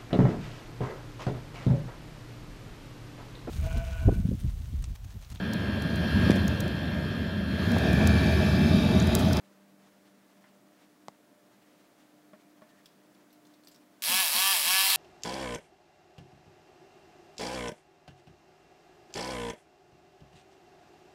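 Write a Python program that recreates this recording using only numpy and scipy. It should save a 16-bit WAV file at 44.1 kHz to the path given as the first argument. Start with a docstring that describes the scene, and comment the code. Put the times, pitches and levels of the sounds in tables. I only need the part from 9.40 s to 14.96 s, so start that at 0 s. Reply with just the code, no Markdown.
"""In a small, humming room, an electric pick gun is fitted into a hand-held lock cylinder.
The tool knocks in the hand and its needle ticks and squeaks in the keyway. Three pulls of the trigger
then spin the motor up, slapping the needle against the pins up to 195 times a second. The periodic
impacts excite the modes of needle, lock and housing, while pins and springs chatter in noisy bursts.
Mains hum, room noise and the rustle of hands lie beneath."""
import sys
import numpy as np
from scipy import signal
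from scipy.fft import rfft, irfft, next_fast_len
from scipy.io import wavfile
from scipy.ndimage import uniform_filter1d

SR = 44100
rng = np.random.default_rng(int(sys.argv[2]) if len(sys.argv) > 2 else 0)


def wav_record(signal):
    """Record a signal, one row per channel, as 16-bit PCM in the file named by sys.argv[1]."""
    frames = np.transpose(np.atleast_2d(signal))
    bounded = np.clip(frames, -1, 1)
    # unit amplitude maps onto the largest positive 16-bit level
    quanta = np.round(bounded * 32767).astype(np.int16)
    wavfile.write(sys.argv[1], SR, quanta)


N = 245195
T = np.arange(N) / SR
CUTOFF_HZ = 15750

# pulls of the trigger: pressed t/s, released t/s, top stroke rate f/Hz
TRIGGER_PULLS = [(4.622, 4.8067, 192.9), (4.914, 5.1198, 195.2), (5.227, 5.6, 192.7)]
# how hard each pull works: needle ring level/dB, pin chatter level/dB, shudder level/dB
PULL_LEVELS = [(-27.7, -28.5, -46.5), (-29, -27.8, -52), (-26.3, -27.9, -59)]
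SLOW_HZ, FULL_HZ = 130, 190  # the needle's swing builds up between these stroke rates
# resonances of needle, lock and housing: f/Hz, bandwidth/Hz, level/dB
TOOL_MODES = [(1535, 60, -12), (1730, 70, 1), (2300, 110, -5), (2500, 90, -3), (2690, 110, 2),
              (2890, 90, -3), (3080, 90, 1), (3275, 90, 2), (3660, 110, -7), (3840, 100, -5),
              (4200, 130, -8), (4800, 130, -3), (5370, 120, -5), (10580, 350, -5)]
# spectrum of the pin chatter: f/Hz, relative density level/dB
CHATTER_SPECTRUM = [(90, -57), (180, -35), (420, -23.5), (560, -17), (800, -11), (1100, -3), (1400, -12),
                    (2000, -5), (3000, -1.7), (5200, 0.7), (6200, -7.5), (7500, -4), (11000, 1.5),
                    (15500, -4.5)]
# the lock body rings up when the needle presses on it: t/s, f/Hz, level/dB, half-width/s
LOCK_RINGS = [(4.965, 4400, -37, .025), (5.5, 4330, -36, .035), (5.53, 3830, -39, .04)]
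# drone of the housing at full swing: harmonic number, level/dB, change when leant on/dB
DRONE_HARMONICS = [(2, -68, 0), (3, -64, 0), (4, -45, 2.5), (5, -43.5, -3.5), (6, -41, -9), (7, -55, -2)]

# small contacts of tool, needle and pins: t/s, level/dB, decay time/s, ring f/Hz
KEYWAY_TICKS = [(3.458, -39.5, 0.005, 3150), (3.748, -51, 0.0044, 3750), (3.904, -56, 0.007, 3900),
                (3.928, -47, .006, 11800), (4.052, -52, .006, 4040), (4.068, -51, 0.0046, 6400),
                (4.1385, -52, 0.0066, 4000), (4.236, -50.5, .003, 4200), (4.247, -51, 0.0082, 7800),
                (4.272, -39.5, 0.0045, 4530), (4.283, -43, 0.0055, 12500), (4.314, -49, 0.015, 7200),
                (4.345, -51.5, 0.011, 5300), (4.36, -49.5, 0.0035, 3930)]
# spectrum of their scrape: f/Hz, relative density level/dB
SCRAPE_SPECTRUM = [(1000, -12), (2300, -14), (2900, -8.5), (4200, -5), (5500, -3.5), (6500, -13),
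                   (9000, -12), (12000, -15), (16000, -10)]
# squeaks of the needle sliding into the keyway: t/s, f/Hz, level/dB, half-width/s
SQUEAKS = [(3.03, 2350, -74, 0.049), (3.345, 1823, -69.5, 0.049)]
# spectrum of a knock on the plastic housing: f/Hz, relative density level/dB
KNOCK_SPECTRUM = [(40, -54), (110, -6), (190, 2), (340, -4.5), (700, 5.5), (1000, 4), (1300, -2),
                  (1600, -22), (2000, -7.5), (2600, -20), (3300, -14.5), (5300, -15), (7700, -18.5),
                  (9500, -30), (16000, -38)]
# dull bumps of the tool against hand and lock: t/s, body level/dB, scuff level/dB
BUMPS = [(1.041, -59, -58), (2.9333, -46, -59), (3.22, -45.5, -59)]
# modes excited by a bump: f/Hz, level/dB, T60/s
BUMP_MODES = [(218, -4.5, 0.11), (620, -1, 0.097), (1105, -7.5, 0.042), (1920, -24, .025),
              (3300, -14.5, 0.021)]
# spectrum of a bump's scuff: f/Hz, relative density level/dB
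SCUFF_SPECTRUM = [(100, -63), (600, 9), (2000, 11), (2700, -2), (6000, -11), (16000, -25)]

# slides of the hand on the tool: t/s, level/dB, half-width/s
HAND_SLIDES = [(0.447, -68, .06), (0.65, -68.5, .05), (1.427, -68, 0.069), (2.303, -71, 0.19),
               (2.616, -70, .05), (3.35, -73, 0.11)]
# spectrum of hands and sleeves: f/Hz, relative density level/dB
RUSTLE_SPECTRUM = [(200, -8), (700, 4), (1900, -0.5), (3000, -2), (7000, -9), (16000, -22)]
# mains hum: f/Hz, level/dB, change at the listener's starting spot/dB
HUM_PARTIALS = [(196.2, -76, 11), (300.5, -68.5, -6), (599, -75, 4), (696, -77.5, -2)]
# spectrum of the room noise: f/Hz, relative density level/dB
ROOM_SPECTRUM = [(25, -41), (60, -49), (80, -33), (114, -16.5), (190, -7.5), (300, -6), (420, -12),
                 (620, -13.5), (760, -17), (1840, -21.5), (2760, -29), (6000, -31), (14800, -33)]


def pick_gun():
    """Periodic impacts: one blow per motor turn drives ring and chatter; the housing shakes."""
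    speed = motor_speed()
    turns = np.cumsum(speed) / SR
    ring_db, chatter_db, shudder_db = per_pull(PULL_LEVELS).T
    blows = contacts(turns, lag=0, jitter_s=.000008, spread_db=1)
    pitched = disperse(needle_ring(blows, speed, ring_db), spread_s=.000492) + drone(speed, turns)
    noisy = disperse(pin_chatter(blows, speed, turns, chatter_db), spread_s=.000962)
    noisy += shudder(speed, shudder_db)
    return room(pitched, t60=.25, wet_db=-12) + room(noisy, t60=.22, wet_db=-3)


def motor_speed(kick_hz=32, spin_up_s=.0396, friction_hz_per_s=572):
    """First-order lag: the stroke rate in Hz nears its top under power; friction slows it evenly."""
    speed = np.zeros(N)
    for pressed, released, top in TRIGGER_PULLS:
        at = int(pressed * SR)
        start, t = max(speed[at], kick_hz), T[at:]
        powered = np.minimum(t, released) - pressed
        slowing = friction_hz_per_s * np.maximum(t - released, 0)
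        speed[at:] = top + (start - top) * np.exp(-powered / spin_up_s) - slowing
    return speed


def per_pull(values):
    """Each pull's value, held until the next pull."""
    return np.asarray(values)[np.searchsorted([row[0] for row in TRIGGER_PULLS[1:]], T)]


def coasting():
    """Seconds since the trigger was let go; 0 under power."""
    return np.maximum(T - per_pull([row[1] for row in TRIGGER_PULLS]), 0)


def swing(speed):
    """Relative amplitude of the needle: 0 when the motor is slow, 1 at full speed."""
    return np.clip((speed - SLOW_HZ) / (FULL_HZ - SLOW_HZ), 0, 1)


def octaves(speed, floor_hz=32):
    """Motor speed in octaves from full speed."""
    return np.log2(np.maximum(speed, floor_hz) / FULL_HZ)


def lean(start_s=5.405, rise_s=.053):
    """Contact load, 0 to 1: late in the last pull the needle is leant on the pins."""
    return np.clip((T - start_s) / rise_s, 0, 1)


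def contacts(turns, lag, jitter_s, spread_db):
    """Impulse train: one click per turn, late by `lag` of a turn, uneven in time and strength."""
    count = int(turns[-1] - lag) + 1
    timing, strength = rng.standard_normal((400, 2))[:count].T
    times = np.interp(np.arange(count) + lag + 1e-9, turns, T) + jitter_s * timing
    at = np.clip(times * SR, 0, N - 2)
    force, out = from_db(spread_db * strength), np.zeros(N)
    np.add.at(out, at.astype(int), force * (1 - at % 1))
    np.add.at(out, at.astype(int) + 1, force * (at % 1))
    return out


def needle_ring(blows, speed, effort_db, db_per_octave=2.5, slack_db=-6):
    """Forced resonance: repeated blows give harmonic lines under the modes, and a short bright snap."""
    drive_db = db_per_octave * octaves(speed) + slack_db * (1 - swing(speed) ** 3)
    # the blows soften off the trigger, and leaning damps the needle
    damping_db = -.5 * np.minimum(coasting() / .016, 1) - 6.5 * lean()
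    modes = sum(from_db(db) * resonate(blows, hz, width) for hz, width, db in TOOL_MODES)
    snap = .13 * resonate(blows, 4340, 900)
    ring = (swing(speed) ** 2 + .17) * modes + snap
    ring = highpass(ring, 1400, order=4)  # the ring sounds only above about 1.4 kHz, leaving the low band to the drone
    return from_db(effort_db + drive_db + damping_db) * evened(ring)


def pin_chatter(blows, speed, turns, effort_db, db_per_octave=4, lean_db=1.2, burst_s=.0014):
    """Impact and rebound: every stroke throws the pins, which clash and rattle on until the next."""
    level_db = effort_db + db_per_octave * octaves(speed) + lean_db * lean()
    rebounds = from_db(-7) * contacts(turns, lag=.36, jitter_s=.00023, spread_db=6)
    bursts = signal.lfilter([1], [1, -np.exp(-1 / (burst_s * SR))], blows + rebounds + 1e-18)
    loose = from_db(-15 + 2 * drift(900)) * (turns > 0)  # rattle between the bursts
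    rattle = (bursts + loose) * rng.standard_normal(N)
    slap = np.diff(blows, prepend=0)  # the needle's bright click leads each burst
    chatter = colour(rattle + slap, CHATTER_SPECTRUM)
    lock = sum(from_db(db) * swell(s, half_width) * evened(resonate(rattle, hz, 180))
               for s, hz, db, half_width in LOCK_RINGS)
    return from_db(level_db + .2 * drift(30)) * evened(chatter) + lock


def disperse(x, spread_s):
    """Dispersion of bending waves in thin steel: the highs arrive first, the lows later."""
    size = next_fast_len(N + 4096)
    hz = np.fft.rfftfreq(size, 1 / SR)
    delay = spread_s * np.clip(1 - hz / CUTOFF_HZ, 0, 1) ** 2
    phase = 2 * np.pi * np.cumsum(delay) * SR / size
    return irfft(rfft(x, size) * np.exp(-1j * phase), size)[:N]


def drone(speed, turns, slack_db=-14):
    """Forced vibration: the housing shakes at harmonics of the stroke rate, weakly at low speed."""
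    gain = from_db(slack_db * (1 - swing(speed)) ** 2) * (speed / FULL_HZ) ** 2
    tone = np.zeros(N)
    for harmonic, db, lean_db in DRONE_HARMONICS:
        amplitude = np.sqrt(2) * from_db(db + lean_db * lean() + 1.3 * drift(60))
        tone += amplitude * np.cos(2 * np.pi * harmonic * turns + .18 * drift(50))
    return gain * tone


def shudder(speed, effort_db, critical_hz=174, span_hz=11.5, floor_db=-72):
    """Critical speed: the housing rumbles in two resonances, most as the motor climbs through it."""
    critical = np.exp(-((speed - critical_hz) / span_hz) ** 2) * (coasting() == 0)
    level = from_db(effort_db) * critical + from_db(floor_db) * (speed > 0)
    shake = highpass(rng.standard_normal(N), 150, order=4)  # a small housing radiates little bass
    low, upper = (rms_one(resonate(resonate(shake, hz, 120), hz, 120)) for hz in (198, 500))
    return level * (low + from_db(-4) * upper)


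def keyway_ticks(scrape_db=-9, ring_db=1):
    """Sliding contact: the needle catches a pin and scrapes over it; each contact rings briefly."""
    friction = from_db(3 * drift(1500)) * rng.standard_normal(N)
    slips, rings = np.zeros(N), np.zeros(N)
    for s, db, decay_s, hz in KEYWAY_TICKS:
        slip = from_db(db) * dying(s, decay_s) * friction
        slips += slip
        rings += resonate(slip, hz, 650)
    return from_db(ring_db) * rings + from_db(scrape_db) * colour(slips, SCRAPE_SPECTRUM)


def squeaks(width_hz=50):
    """Frictional excitation: steel rubbing on brass sings in one narrow resonance."""
    out = np.zeros(N)
    for s, hz, db, half_width in SQUEAKS:
        tone = rms_one(resonate(rng.standard_normal(N), hz, width_hz))
        out += from_db(db) * swell(s, half_width) * tone
    return out


def handling(knock_s=1.6836, knock_db=-14, scuff_s=.017):
    """Impulse responses: a hollow knock on the housing, and dull, scuffing bumps on hand and lock."""
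    click = np.zeros(N)
    click[int(knock_s * SR)] = from_db(knock_db)
    bumps = sum(from_db(db) * struck(s, BUMP_MODES) for s, db, _ in BUMPS)
    bumps = highpass(bumps + 1e-18, 150, order=2)  # small bodies radiate little bass
    scuffs = sum(from_db(db) * dying(s, scuff_s) for s, _, db in BUMPS) * rng.standard_normal(N)
    return colour(click, KNOCK_SPECTRUM) + bumps + colour(scuffs, SCUFF_SPECTRUM)


def struck(start, modes):
    """Free vibration: the modes of a body decay exponentially after one blow."""
    age, out = np.arange(SR // 4) / SR, np.zeros(N)
    at = int(start * SR)
    for hz, db, t60 in modes:
        out[at:at + len(age)] += from_db(db - 60 * age / t60) * np.sin(2 * np.pi * hz * age)
    return out


def rustle(rest_db=-72.5):
    """Friction noise: hands and sleeves never quite rest, and swell as the hand slides on the tool."""
    slides = sum(from_db(db) * swell(s, half_width) for s, db, half_width in HAND_SLIDES)
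    level = np.hypot(from_db(rest_db), slides) * from_db(2 * drift(40))
    return level * colour(rng.standard_normal(N), RUSTLE_SPECTRUM)


def mains_hum(move_from_s=.7, move_to_s=1.86, waver_db=2.6):
    """Standing waves: each partial of the hum changes level as the listener moves through the room."""
    at_start = np.clip((move_to_s - T) / (move_to_s - move_from_s), 0, 1)
    hum = np.zeros(N)
    for hz, db, start_db in HUM_PARTIALS:
        amplitude = np.sqrt(2) * from_db(db + start_db * at_start + waver_db * drift(6.06))
        hum += amplitude * np.sin(2 * np.pi * hz * T + .35 * drift(7.5))
    return hum


def room_noise(level_db=-64):
    """Stationary noise: a soft, low rush fills the room."""
    return from_db(level_db) * colour(rng.standard_normal(N), ROOM_SPECTRUM)


def room(x, t60, wet_db, dull_hz=6000):
    """Reverberation: direct sound plus a dense tail whose treble dies sooner."""
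    age = np.arange(SR // 2) / SR
    noise = rng.standard_normal(len(age))
    low = signal.sosfilt(signal.butter(1, dull_hz, fs=SR, output="sos"), noise)
    decay = from_db(-60 * age / t60)
    tail = (low * decay + (noise - low) * decay ** 2) * (age > .003)
    return x + from_db(wet_db) * signal.fftconvolve(x, tail / np.linalg.norm(tail))[:N]


def colour(x, spectrum, size=8192):
    """Minimum-phase filter of unit power gain that follows a spectrum."""
    hz, db = np.transpose(spectrum)
    gain = from_db(np.interp(np.log(np.fft.rfftfreq(size, 1 / SR) + 1), np.log(hz), db))
    cepstrum = irfft(np.log(gain))
    cepstrum[1:size // 2] *= 2
    cepstrum[size // 2 + 1:] = 0
    response = irfft(np.exp(rfft(cepstrum)))
    return signal.fftconvolve(x, response / np.linalg.norm(response))[:N]


def resonate(x, hz, width_hz):
    """Second-order resonance of gain 1 at its peak."""
    r = np.exp(-np.pi * width_hz / SR)
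    feedback = [1, -2 * r * np.cos(2 * np.pi * hz / SR), r * r]
    return signal.lfilter(np.array([1, 0, -1]) * (1 - r * r) / 2, feedback, x + 1e-18)


def highpass(x, hz, order):
    """Maximally flat high-pass filter."""
    return signal.sosfilt(signal.butter(order, hz, "high", fs=SR, output="sos"), x)


def dying(start, decay_s):
    """An envelope that jumps to 1 and decays exponentially."""
    age = T - start
    return (age >= 0) * np.exp(-np.clip(age / decay_s, 0, 40))


def swell(peak_s, half_width_s):
    """A bell-shaped envelope of height 1."""
    return np.exp(-np.minimum(((T - peak_s) / half_width_s) ** 2, 60))


def drift(rate_hz):
    """Random fluctuation: straight lines through 4000 values of spread 1, holding the last."""
    knots = rng.standard_normal(4000)
    return np.interp(T * rate_hz, np.arange(len(knots)), knots)


def evened(x):
    """Hold the running rms near 1 while the signal sounds."""
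    power = uniform_filter1d(x ** 2, size=1500)
    return x / np.sqrt(np.maximum(power, 0) + np.mean(x ** 2) / 20)


def rms_one(x):
    """Scale to rms 1."""
    return x / np.sqrt(np.mean(x ** 2) + 1e-20)


def from_db(db):
    """Decibels to gain."""
    return 10 ** (np.asarray(db) / 20)


def scene():
    """Superposition: the tool works at arm's length; the handling is nearer and drier."""
    keyway = room(keyway_ticks() + squeaks(), t60=.24, wet_db=-6.5)
    near = room(handling(), t60=.047, wet_db=-16)
    return (pick_gun() + keyway + near + mains_hum() + rustle() + room_noise())[None]


def record(dry):
    """Band limiting: a steep low-pass cuts the highest treble."""
    return signal.sosfilt(signal.ellip(12, .1, 80, CUTOFF_HZ, fs=SR, output="sos"), dry)


dry = scene()
out = record(dry)
wav_record(out)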